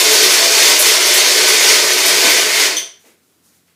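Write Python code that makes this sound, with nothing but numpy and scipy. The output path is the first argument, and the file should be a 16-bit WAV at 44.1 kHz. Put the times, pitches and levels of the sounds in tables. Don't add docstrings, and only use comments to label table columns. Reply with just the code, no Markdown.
import sys
import numpy as np
from scipy import signal
from scipy.fft import rfft, irfft
from scipy.io import wavfile
from scipy.ndimage import uniform_filter1d, minimum_filter1d

SR = 44100
rng = np.random.default_rng(int(sys.argv[2]) if len(sys.argv) > 2 else 0)


def output_pcm(signal):
    pcm = np.clip(np.atleast_2d(signal).T, -1, 1) * 32767
    wavfile.write(sys.argv[1], SR, np.round(pcm).astype(np.int16))


def invert_db(x):
    u = np.asarray(x, float) / 20
    return 10 ** u


N = 165375
T = np.arange(N) / SR
STOP_S = 2.765

# time_s, level_db
LOAD = [(0, -11.5), (.33, -9.5), (.38, -12.5), (.68, -9), (.79, -13.5), (.86, -9), (.96, -13.5), (1.16, -9),
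        (1.22, -14), (1.3, -10), (1.52, -12.5), (1.68, -10.5), (1.88, -14), (2.24, -11.5), (2.5, -16),
        (2.595, -12.5), (2.655, -12), (2.7, -21.5)]
# pitch_hz, level_db
KNOCK = [(100, -69.5), (230, -24.5), (450, -7.5), (826, -9.5), (2060, -4), (2800, -3), (5200, 1),
         (15400, -14.5)]


def level(x, db):
    return x * invert_db(db) / np.sqrt(np.mean(x ** 2))


def colour(x, points):
    hz, db = np.array(points, float).T
    f = np.maximum(np.arange(len(x) // 2 + 1) * SR / len(x), 1)
    gain = invert_db(np.interp(np.log(f), np.log(hz), db))
    return irfft(rfft(x) * gain, len(x))


def band(x, hz, width_hz, times=1):
    b, a = signal.iirpeak(hz, hz / max(width_hz, 2), fs=SR)
    for _ in range(times):
        x = signal.lfilter(b, a, x)
    return x


def walk(rate):
    k = int(SR / rate)
    smooth = uniform_filter1d(rng.standard_normal(N), k)
    return level(uniform_filter1d(smooth, k), 0)


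def swell(s, rise, fall):
    rising = np.exp(-((T - s) / rise) ** 2)
    falling = np.exp(-np.maximum(T - s, 0) / fall)
    return np.where(T < s, rising, falling)


def swells(rows):
    return sum(invert_db(db) * swell(s, rise, fall) for s, rise, fall, db in rows)


def clicks(per_s, spread_db):
    hit = rng.random(N) < per_s / SR
    sign = np.sign(rng.standard_normal(N))
    strength = invert_db(spread_db * rng.exponential(size=N))
    return level(hit * sign * strength, 0)


def load_db():
    return np.interp(T, *np.array(LOAD, float).T)


def cup_knocks():
    # pitch_hz, width_hz, level_db
    cup = [(977, 54, -3.5), (1480, 7.7, -11.5), (2077, 25, -4), (2410, 17, 1.5), (3048, 90, 0),
           (3550, 57, 3.5), (4330, 30, 5.5), (4587, 19, 5), (5910, 66, 0.5), (6446, 33, 2.5),
           (6500, 47, -34)]
    churn_per_s = 87
    churn = walk(churn_per_s) - .6 * walk(churn_per_s / 3)
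    raw = clicks(9000, 2) * invert_db(1 * churn)
    knocks = level(colour(raw, KNOCK), 0)
    ring = 0
    for hz, width, db in cup:
        ring = ring + invert_db(db + 2.0 * walk(24)) * band(raw, hz, width) / np.sqrt(width)
    rattle_growth_db_s = 4
    rattle = level(band(raw, 2130, 450), -9) * invert_db(rattle_growth_db_s * (T - STOP_S))
    return (knocks + rattle + level(ring, -14.5)) * invert_db(load_db())


def shatter():
    # start_s, level_db
    lumps = [(0.005, -15.5), (0.129, -16), (.23, -19), (0.319, -17), (.45, -23), (.68, -21), (0.794, -8),
             (.87, -16), (1.06, -19.5), (1.14, -15), (1.341, -26), (1.48, -16.5), (1.64, -24.5),
             (1.93, -19.5), (2.06, -14), (2.2, -21.5), (2.3, -18.5), (2.409, -25.5), (2.595, -24.5)]
    rise_s, fall_s = .005, 0.018
    bursts = sum(invert_db(db) * swell(s, rise_s, fall_s) for s, db in lumps)
    centre_hz, width_hz = 10680, 7700
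    chips = level(band(clicks(7000, 1.7), centre_hz, width_hz, times=2), 1.6)
    return bursts, chips * bursts


def grinding():
    stop_fade_s, duck = 0.029, 0.97
    running = 1 / (1 + np.exp(np.clip((T - STOP_S) / stop_fade_s, -50, 50)))
    bursts, chips = shatter()
    return running * (cup_knocks() / (1 + duck * bursts) + chips)


def drone():
    # pitch_hz, width_hz, level_db
    table_top = [(174.6, 7.1, -22), (243, 8.5, -23.5), (306.5, 16, -9), (375.7, 12, -1), (432.5, 19, 1),
                 (498.2, 6.6, -5.5), (608, 46, -1), (667.4, 16, -3.5), (1018, 70, -10), (1513, 6.7, -4)]
    power_off_s, coast_db, tail_t60_s = 2.48, -4, 0.38
    follow = 0.39
    shake = clicks(2500, 2.56)
    hum = 0
    for hz, width, db in table_top:
        ring = band(band(shake, hz, 3 * width), hz, width) / np.sqrt(width)
        hum = hum + invert_db(db + 1.4 * walk(18)) * ring
    coast = coast_db * np.clip((T - power_off_s) / .08, 0, 1)
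    dying = -60 * np.maximum(T - STOP_S, 0) / tail_t60_s
    return level(hum, -18) * invert_db(follow * load_db() + coast + dying)


def room_tone():
    # pitch_hz, level_db
    air_points = [(35, -36.5), (60, -15), (231, -2), (375, -4.5), (827, -15), (1020, -16.5), (1380, -12),
                  (1580, -16), (15400, -18.5)]
    # pitch_hz, level_db
    hum = [(87, -77.5), (131, -80.5), (173, -76.5)]
    air = level(colour(rng.standard_normal(N), air_points), -59.5) * invert_db(.8 * walk(5))
    for hz, db in hum:
        air = air + invert_db(db + 4.0 + 1.5 * walk(10)) * np.sin(2 * np.pi * hz * T)
    return air


def jolts():
    # start_s, level_db
    bumps = [
        (2.25, -20),
        (2.42, -27.5),
        (2.62, -30),
        (3.05, -47),
    ]
    rise_s, fall_s = 0.0099, .025
    thud = level(band(clicks(1500, 2.0), 400, 600, times=3), 0)
    return thud * sum(invert_db(db) * swell(s, rise_s, fall_s) for s, db in bumps)


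def squeak():
    # pitch_hz, width_hz, level_db
    plastic = [(2050, 700, -17), (3120, 300, -7), (3320, 300, -5), (4500, 800, -17), (5850, 300, -5),
               (6060, 280, 0), (9000, 1100, -8), (12000, 1000, -14), (14500, 900, -14)]
    start_s, fall_s = 2.767, .010
    rub = clicks(9000, 1.5)
    tone = sum(invert_db(db) * level(band(rub, hz, width, times=2), 0) for hz, width, db in plastic)
    snap = level(colour(rub, KNOCK), -12)
    return invert_db(-13) * (tone + snap) * swell(start_s + .003, .003, fall_s)


def scrape():
    # start_s, rise_s, fall_s, level_db
    scrapes = [
        (2.98, .05, 0.052, -59.5),
        (3.06, 0.023, 0.044, -54),
        (3.55, 0.054, .04, -65),
        (3.685, .015, 0.043, -62),
    ]
    return level(band(clicks(3000, 2.4), 2100, 1100), 0) * swells(scrapes)


def powder():
    # start_s, rise_s, fall_s, level_db
    slides = [
        (3.015, .03, 0.028, -53.5),
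        (3.065, .015, .025, -50.5),
        (3.105, .015, .015, -57.5),
        (3.235, .012, 0.06, -63),
        (3.31, .03, .03, -66.5),
        (3.46, .03, .04, -53),
        (3.56, .05, .025, -57),
        (3.67, .008, .04, -59.5),
    ]
    # pitch_hz, level_db
    grain = [(470, -47), (800, -6), (1770, -13), (2790, -20), (3760, -7.5), (8090, -4), (15400, -8)]
    return level(colour(clicks(14000, 1.2), grain), 0) * swells(slides)


def tail():
    # pitch_hz, decay_s
    decay = [(200, .38), (1500, .37), (6000, .34), (9000, .28), (14000, .21)]
    first_echo_s = .004
    hz, t60 = np.array(decay, float).T
    edges = np.geomspace(60, 18000, 13)
    noise, f, t = rfft(rng.standard_normal(SR)), np.arange(SR // 2 + 1), T[:SR]
    out = 0
    for lo, hi in zip(edges[:-1], edges[1:]):
        fall_s = np.interp(np.log(lo * hi) / 2, np.log(hz), t60)
        out = out + irfft(noise * (f >= lo) * (f < hi), SR) * invert_db(-60 * t / fall_s)
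    out = out * (t > first_echo_s)
    return out / np.sqrt(np.sum(out ** 2))


def room(x):
    places, tumble_per_s, echo_db = 4, 110, 1.5
    lead = 12000
    share = np.array([walk(tumble_per_s) for _ in range(places)])
    parts = x * share / np.sqrt(np.sum(share ** 2, axis=0))
    parts = np.pad(parts, ((0, 0), (lead, 0)), mode="reflect")
    wet = sum(signal.fftconvolve(part, tail())[lead:lead + N] for part in parts)
    return (x + invert_db(echo_db) * wet) / np.sqrt(1 + invert_db(2 * echo_db))


def scene():
    in_room = grinding() + jolts() + squeak() + scrape() + powder()
    heard = room(in_room) + drone() + room_tone()
    return np.array([heard, heard])


def roll_off(x):
    return signal.sosfilt(signal.butter(12, 15550, fs=SR, output="sos"), x)


def record(dry):
    low_hz, top_hz, ceiling, limit_samples = 70, 15500, .985, 33
    bass_cut = signal.butter(4, low_hz, "high", fs=SR, output="sos")
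    top_cut = signal.ellip(10, .2, 70, top_hz, fs=SR, output="sos")
    cut = signal.sosfilt(top_cut, signal.sosfilt(bass_cut, dry * invert_db(-0.4)))
    room_left = minimum_filter1d(ceiling / np.maximum(np.abs(cut), ceiling), size=limit_samples)
    mix = cut * uniform_filter1d(room_left, size=limit_samples)
    return roll_off(mix)


dry = scene()
out = record(dry)
output_pcm(out)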